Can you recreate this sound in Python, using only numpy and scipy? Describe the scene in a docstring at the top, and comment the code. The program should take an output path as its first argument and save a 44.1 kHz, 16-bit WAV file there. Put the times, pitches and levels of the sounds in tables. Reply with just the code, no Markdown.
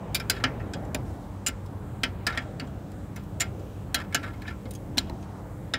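"""A spanner cranks a steel scissor jack beside a car, outdoors on paving, near a phone.
It opens with a burst of knocks, each a short rattle that rings the steel, while the screw scrapes
and the loaded frame thuds. Around 1 s a hand slides softly. More bursts follow, busiest from 4 to 5 s,
then the hand slides again and one last knock lands at 5.7 s. From start to end, distant traffic
rumbles with a wavering hum, over the hiss of the microphone."""
import sys
import numpy as np
from scipy import signal
from scipy.fft import rfft, irfft
from scipy.io import wavfile
from scipy.ndimage import uniform_filter1d

SR = 44100
rng = np.random.default_rng(int(sys.argv[2]) if len(sys.argv) > 2 else 0)


def unload_wav(signal):
    """Save mono or channel-first audio to the path in sys.argv[1] as 16-bit WAV at rate SR, clipped to [-1, 1]."""
    wavfile.write(
        sys.argv[1],
        SR,
        np.round(np.clip(np.atleast_2d(signal).T, -1, 1) * 32767).astype(np.int16),
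    )


N = 255074
TIME_S = np.arange(N) / SR
HIT_SAMPLES, ONSET_SAMPLES = int(.25 * SR), int(.01 * SR)  # a hit's level is set over its onset
BAND_EDGES_HZ, BAND_CENTRES_HZ = (1300, 2500, 5500, 9000, 16500), (1800, 3700, 7000, 12200)

# Blows on the steel. Level is for the 3700 Hz band; tilt favours the highs, bend weakens both ends.
# Two pitch regions ring most, and lift raises the band that holds the upper one.
# start_s, level_db, tilt_db_per_octave, bend_db_per_octave_squared, lower_hz, upper_hz, lift_db, rattle_ms
KNOCK_HITS = [(0.1466, -30.5, 0.5, 0, 2370, 4700, 5, 6.5), (0.1994, -43.5, -6, -1.5, 2360, 5200, 4.5, 3.1),
              (0.2987, -23.5, 0.5, 2, 1575, 4760, 1.5, 2.6), (0.344, -63, -11, -5, 1730, 5100, 1, 3.4),
              (0.3662, -53, -14.5, 2.5, 1710, 4270, 3, 3.4), (0.401, -60.5, -13.5, -3, 1820, 3900, 6, 2.7),
              (0.44, -27.5, -9, 3.0, 1826, 2950, 3.5, 1.23), (0.597, -63.5, -14, -3, 1860, 2600, 1, 11),
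              (0.736, -39.5, -4.5, 4.5, 1620, 7600, 3.5, 3.1), (0.85, -64, 4, 4.5, 2950, 7260, 4, 3.4),
              (0.9471, -33, -1, 1.5, 2500, 7160, 2, 0.95), (1.4645, -29.5, 1, 3.0, 2860, 7220, 7, 7.6),
              (1.484, -40, -0.5, -1, 2600, 7140, 3, 1.1), (1.6614, -64.5, 2, 0.5, 1460, 5150, 4, 3.4),
              (2.0344, -29.0, -6.0, 1.5, 1885, 3140, 5, 3.2), (2.2679, -28, -4.0, 1.5, 1730, 4820, 2, 2.1),
              (2.325, -52, -12, -1.0, 1490, 3800, 5, 6.3), (2.375, -34.5, -9, 1, 1785, 3360, 2.5, 2.6),
              (2.598, -43, -5, 2, 2820, 4560, 5, 1.9), (2.674, -59.5, -1, 3, 3300, 7500, 2, 0.92),
              (2.918, -62.5, -1.5, -0.5, 2500, 7300, 1, 1.0), (3.1615, -51, -3.5, -2, 1250, 5870, 2.5, 5),
              (3.237, -68, 0, -1, 2500, 5500, 1, 1), (3.4, -38.5, 0.5, 3.0, 2640, 7000, 5.5, 3.5),
              (3.4057, -30, -1, 1.5, 2770, 7300, 9, 3.8), (3.416, -33.5, -3.5, 1, 2300, 7290, 5, 3),
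              (3.595, -63, -4, 0, 2500, 7200, 3, 2), (3.9451, -27.0, -1, 0.5, 1600, 4180, 3, 2),
              (4.1256, -50.5, -7.5, -0.5, 1750, 2140, 1.5, 4.9),
              (4.147, -24, -2.5, 1.5, 1630, 6720, 3, 1.6), (4.23, -51, -9, 0.5, 1630, 3800, 2.5, 13),
              (4.337, -72.5, -11, -8, 2190, 4410, 3, 3.4), (4.4199, -56, -7, -3, 1700, 4260, 5, 2.8),
              (4.453, -69.5, -16.5, -7.5, 1500, 4740, 3, 3.4), (4.4791, -49, -11.5, -2, 1720, 3800, 4, 5.6),
              (4.508, -62, -14, -6, 1400, 6770, 3, 4.0), (4.6554, -58.0, -7, 2.5, 2230, 3700, 3, 2.8),
              (4.7092, -52.5, 7.5, 3.0, 6650, 9520, 2, 2.7), (4.7363, -58, 4, 0.5, 6500, 9500, 0, 3.1),
              (4.7513, -51.5, 8.5, 5.5, 3130, 6500, 1.5, 3.4),
              (4.9736, -40.5, -2, 0.0, 1670, 3820, 6, 11.5), (4.9826, -32, 3.0, 9, 4000, 5270, 11, 0.15),
              (4.9868, -30.5, 5.5, 6.5, 3910, 3970, 9.5, 0.81),
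              (5.0979, -52.5, -4.0, 0.5, 1250, 4040, 4.5, 0.8), (5.228, -57.5, 2, 6.5, 2500, 6500, 1, 0.7),
              (5.7377, -28, -6.5, 4, 1870, 3530, 2.5, 2)]
def knocks():
    """Each blow of the spanner rings the steel, with a softer thud underneath."""
    out = np.zeros(N + HIT_SAMPLES)
    octaves = np.log2(np.array(BAND_CENTRES_HZ) / BAND_CENTRES_HZ[1])
    for start_s, level_db, tilt_db, bend_db, lower_hz, upper_hz, lift_db, rattle_ms in KNOCK_HITS:
        rattle_noise, blur_noise = rng.standard_normal((2, HIT_SAMPLES))
        bands_db = level_db + tilt_db * octaves - bend_db * octaves ** 2
        bands_db[band_of(upper_hz)] += lift_db
        ring = knock(bands_db, (lower_hz, upper_hz), rattle_ms, rattle_noise, blur_noise)
        add_hit(out, start_s, ring + thud(bands_db[0] - 10, pitch_hz=701, noise=rattle_noise))
    return out[:N]


def knock(bands_db, strong_hz, rattle_ms, rattle_noise, blur_noise):
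    """A rattle of contacts sets off clear tones, a blur of tiny ones and an echo under the car."""
    t = np.arange(HIT_SAMPLES) / SR
    contacts = rattle_noise ** 4 * np.exp(-2000 * t / max(rattle_ms, .2))
    full_fade_s = .095
    fade_s = max(.015, full_fade_s * np.tanh((rattle_ms / 1.1) ** 2))  # a very short rattle barely rings
    tones, tone_band = steel_tones(contacts, strong_hz, fade_s)
    bins_hz = np.fft.rfftfreq(HIT_SAMPLES, 1 / SR) + 1
    crowded = irfft(rfft(blur_noise) * gain(strike_boost_db(bins_hz, strong_hz, .06)), HIT_SAMPLES)
    out = 0
    for k, level_db in enumerate(bands_db):
        low_hz, high_hz = BAND_EDGES_HZ[k:k + 2]
        shorten = (2000 / low_hz) ** .76  # high bands die sooner
        blur = crowded * ring_down(contacts, .54 * fade_s * shorten)
        echo = gain(-13) * fade_s / full_fade_s * shorten * blur_noise * ring_down(contacts, .19 * shorten)
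        clear = unit(tones[tone_band == k].sum(axis=0))
        wash = gain(-1 + 2 * k) * unit(band(blur + echo, low_hz, high_hz))  # more blur higher up
        out = out + at_level(clear + wash, level_db)
    return out


# The steel's own tones, before each knock or scrape reshapes their strength and length.
# pitch_hz, level_db, fade_s (time to fall by 60 dB)
STEEL_TONES = [(1362, 1, .17), (1543, 0, .12), (1690, -2, .11), (1745, -1, .09), (1835, 0, .08),
               (2115, -1, .12), (2180, -5, .1), (2372, -2, .08), (2582, -2, .08), (2900, -3, .09),
               (3072, -3, .09), (3283, -1, .11), (3530, -6, .09), (3770, -2, .08), (4040, -1, .075),
               (4460, -6, .07), (4920, 0, .08), (5275, -3, .065), (6083, -9, .05), (6460, -6, .055),
               (7110, -1, .05), (7285, 0, .055), (8005, -9, .045), (8400, -5, .045), (9545, -4, .045),
               (10880, -2, .065), (11210, -4, .05), (11960, -4, .045), (13240, -3, .065), (15200, -6, .04)]
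def steel_tones(contacts, strong_hz, fade_s):
    """Jack and spanner ring; each tone beats against a close twin. Gives the tones and their bands."""
    t = np.arange(HIT_SAMPLES) / SR
    pitch_hz, level_db, own_fade_s = np.transpose(STEEL_TONES)
    scatter, twin_offset, phase = rng.standard_normal((3, len(pitch_hz)))
    strength = gain(level_db + 3.5 * scatter + strike_boost_db(pitch_hz, strong_hz, .04))
    pitch_hz = pitch_hz * (1 + .004 * scatter[::-1])  # the load detunes the steel a little
    twin_hz = pitch_hz * (1 + .0122 * twin_offset)
    tones = np.sin(2 * np.pi * np.outer(pitch_hz, t) + 9 * phase[:, None])
    twins = .7 * np.sin(2 * np.pi * np.outer(twin_hz, t))
    fades = [ring_down(contacts, max(.004, own_s * fade_s / .1)) for own_s in own_fade_s]
    return strength[:, None] * (tones + twins) * fades, band_of(pitch_hz)


def ring_down(contacts, fade_s):
    """Every contact adds energy to a ring, which then falls by 60 dB in fade_s."""
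    return np.sqrt(signal.lfilter([1], [1, -1000. ** (-2 / (fade_s * SR))], contacts))


def strike_boost_db(pitch_hz, strong_hz, width):
    """Where the steel is struck decides which pitches answer most."""
    return sum(13 * np.exp(-(np.log(pitch_hz / peak_hz) / width) ** 2) for peak_hz in strong_hz)


# Thuds of the frame: start_s, level_db, pitch_hz
FRAME_THUDS = [(.44, -34.5, 656), (.756, -36, 184), (0.9469, -31.5, 610), (1.484, -39, 268),
               (2.0344, -36.5, 633), (2.624, -34, 250), (3.1614, -46, 188), (4.6547, -39, 238),
               (4.9734, -30, 283), (4.9819, -39.5, 270), (5.0981, -38, 925), (5.118, -47, 170)]
def frame_thuds():
    """The frame thuds as it settles under the load."""
    out = np.zeros(N + HIT_SAMPLES)
    for start_s, level_db, pitch_hz in FRAME_THUDS:
        add_hit(out, start_s, thud(level_db, pitch_hz, rng.standard_normal(HIT_SAMPLES)))
    return out[:N]


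def thud(level_db, pitch_hz, noise, frame_hz=259.2, fade_s=.17):
    """The heavy frame answers late and dull: a brief tone, its own low note and some noise."""
    t = np.arange(HIT_SAMPLES) / SR
    swell = (1 - np.exp(-t / .002)) * 1000. ** (-t / fade_s)
    brief_tone = 1.4 * np.sin(2 * np.pi * pitch_hz * t) * np.exp(-t * pitch_hz / 9)
    frame_note = 1.02 * np.sin(2 * np.pi * frame_hz * t)
    dull_noise = .7 * unit(band(noise, 240, 913))
    return at_level(swell * (brief_tone + frame_note + dull_noise), level_db)


# Turns of the screw in its nut: start_s, end_s, low_tones_db, high_tones_db
SCREW_TURNS = [(0.31, 0.413, -52, -47.5), (0.46, 0.74, -77, -77), (2.06, 2.2, -75, -80),
               (2.271, 2.385, -37, -50), (2.393, 2.493, -52, -57.5), (2.62, 2.7, -66, -64),
               (3.171, 3.237, -67, -51.5), (3.42, 3.497, -57, -56), (3.967, 4.053, -40, -50),
               (4.103, 4.158, -52, -73), (4.224, 4.304, -37, -52.5), (4.323, 4.444, -68, -62),
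               (4.47, 4.524, -59, -49), (4.992, 5.103, -60, -53.5)]
def screw_scrape(slips_per_s=900, split_hz=2500):
    """Tiny uneven slips of the thread ring the same steel, damped by the load."""
    slips = rng.standard_normal(N) * (rng.random(N) < slips_per_s / SR) * gain(3 * wander(40))
    t = np.arange(int(.1 * SR)) / SR
    pitch_hz, level_db, fade_s = np.transpose(STEEL_TONES)
    strength = gain(level_db - 8 * np.log2(pitch_hz / 2000))
    fades = 1000. ** -np.outer(1 / (.45 * fade_s), t)
    tones = strength[:, None] * np.sin(2 * np.pi * np.outer(pitch_hz, t)) * fades
    low = unit(signal.fftconvolve(slips, tones[pitch_hz < split_hz].sum(axis=0))[:N])
    high = unit(signal.fftconvolve(slips, tones[pitch_hz >= split_hz].sum(axis=0))[:N])
    turns = np.array(SCREW_TURNS)
    return fade_in_out(turns[:, [0, 1, 2]]) * low + fade_in_out(turns[:, [0, 1, 3]]) * high


# Slides of a hand or sleeve: start_s, end_s, level_db
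HAND_SLIDES = [(.76, .9, -69), (1.05, 1.42, -65), (3.56, 3.7, -69), (5.12, 5.42, -66)]
def hand_rustle():
    """A sliding hand makes soft, grainy, bright noise."""
    return fade_in_out(HAND_SLIDES) * gain(2 * wander(28)) * unit(band(rng.standard_normal(N), 2200, 9800))


# How the traffic rises and falls: time_s, rumble_db, roar_db (the roar plays 1 dB above this)
TRAFFIC_LEVELS = [(0.0, -37.5, -45), (0.5, -34, -42), (0.9, -35, -44), (1.03, -35.5, -45),
                  (1.41, -39.5, -48), (1.83, -37.5, -47), (2.24, -37.5, -46.5), (2.85, -38, -47),
                  (3.32, -37, -48.5), (3.59, -39.5, -47.5), (4.3, -37, -46.5), (4.75, -40, -48.5),
                  (5.07, -35, -48), (5.33, -41, -47.5), (5.78, -37.5, -47.5)]
# Tones of the hum: pitch_hz, level_db
HUM_TONES = [(98, -44), (196, -47), (296, -52)]
# Tone colour of the deep rumble: pitch_hz, relative_db
RUMBLE_COLOUR = [(26, -48), (45, -5), (102, -2.5), (166, -8), (195, -8), (264, -16), (286, -11.5),
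                 (380, -22.5), (490, -46), (840, -120)]
# Tone colour of the tyre roar: pitch_hz, relative_db
ROAR_COLOUR = [(190, -21), (330, -3), (415, -3), (605, -4.5), (692, -6.5), (777, -6), (4000, -34),
               (5200, -54), (8800, -120)]
def traffic():
    """Far-off rumble and tyre roar swell separately while a hum wavers in pitch."""
    time_s, rumble_db, roar_db = np.transpose(TRAFFIC_LEVELS)
    wavering_s = np.cumsum(1 + .01205 * wander(3)) / SR
    hum = sum(gain(level_db + 2.1 * wander(4.97)) * np.sin(2 * np.pi * pitch_hz * wavering_s)
              for pitch_hz, level_db in HUM_TONES)
    rumble = gain(np.interp(TIME_S, time_s, rumble_db)) * shaped_noise(RUMBLE_COLOUR, flicker_db=1.27)
    roar = gain(np.interp(TIME_S, time_s, roar_db) + 1) * shaped_noise(ROAR_COLOUR, flicker_db=2.02)
    return rumble + roar + hum


# Tone colour of the hiss: pitch_hz, relative_db
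HISS_COLOUR = [(1500, -13), (3000, -3), (5500, -5), (7000, -4), (8000, -2.5), (9500, -9),
               (12500, -7.5), (15500, -7.5)]
def microphone_hiss():
    """The microphone adds a faint hiss that flickers slightly."""
    return gain(-64) * shaped_noise(HISS_COLOUR, flicker_db=1.5)


def shaped_noise(colour, flicker_db):
    """Noise with a given tone colour, in octave-wide bands that each flicker on their own."""
    pitch_hz, level_db = np.transpose(colour)
    bins_hz = np.fft.rfftfreq(N, 1 / SR) + 1
    spectrum = rfft(rng.standard_normal(N)) * gain(np.interp(np.log(bins_hz), np.log(pitch_hz), level_db))
    out = 0
    for centre_hz in 22 * 2 ** np.arange(0, 10, .5):
        window = np.cos(np.pi * np.clip(np.log2(bins_hz / centre_hz), -.5, .5)) ** 2
        out = out + irfft(spectrum * window, N) * gain(flicker_db * wander(6.5))
    return unit(out)


def wander(changes_per_s):
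    """A smooth random curve that strays about 1 either side of zero."""
    hold = int(SR / changes_per_s)
    steps = np.repeat(rng.standard_normal(N // hold + 1), hold)
    return 1.3 * uniform_filter1d(uniform_filter1d(steps, hold), hold)[:N]


def fade_in_out(rows):
    """A volume curve that opens and closes for each row of start_s, end_s, level_db."""
    return sum(gain(db) * np.interp(TIME_S, [start - .01, start + .01, end - .03, end + .02], [0, 1, .7, 0])
               for start, end, db in rows)


def add_hit(track, start_s, hit):
    """Mix a hit into the track, beginning 1 ms early."""
    at = int((start_s - .001) * SR)
    track[at:at + HIT_SAMPLES] += hit


def at_level(hit, level_db):
    """Scale a hit so that its onset has this level."""
    return gain(level_db) * hit / np.sqrt(np.mean(hit[:ONSET_SAMPLES] ** 2))


def band_of(pitch_hz):
    """Which of the four knock bands holds this pitch, counting from 0."""
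    return np.searchsorted(BAND_EDGES_HZ[1:-1], pitch_hz)


def band(x, low_hz, high_hz):
    """Keep the sound between two pitches."""
    return signal.sosfilt(signal.butter(3, [low_hz, high_hz], "bandpass", fs=SR, output="sos"), x)


def gain(db):
    """Turn decibels into a multiplier."""
    return 10 ** (np.asarray(db) / 20)


def unit(x):
    """Scale to an average strength (rms) of 1."""
    return x / np.sqrt(np.mean(x ** 2) + 1e-30)


def scene():
    """The jack close by and traffic far off, in one channel."""
    return (knocks() + frame_thuds() + screw_scrape() + hand_rustle() + traffic() + microphone_hiss())[None]


def record(dry):
    """The phone cuts the bass below 22 Hz and the treble above 15700 Hz."""
    dry = signal.sosfilt(signal.butter(4, 22, "highpass", fs=SR, output="sos"), dry)
    return signal.sosfilt(signal.ellip(10, .2, 60, 15700, fs=SR, output="sos"), dry)


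dry = scene()
out = record(dry)
unload_wav(out)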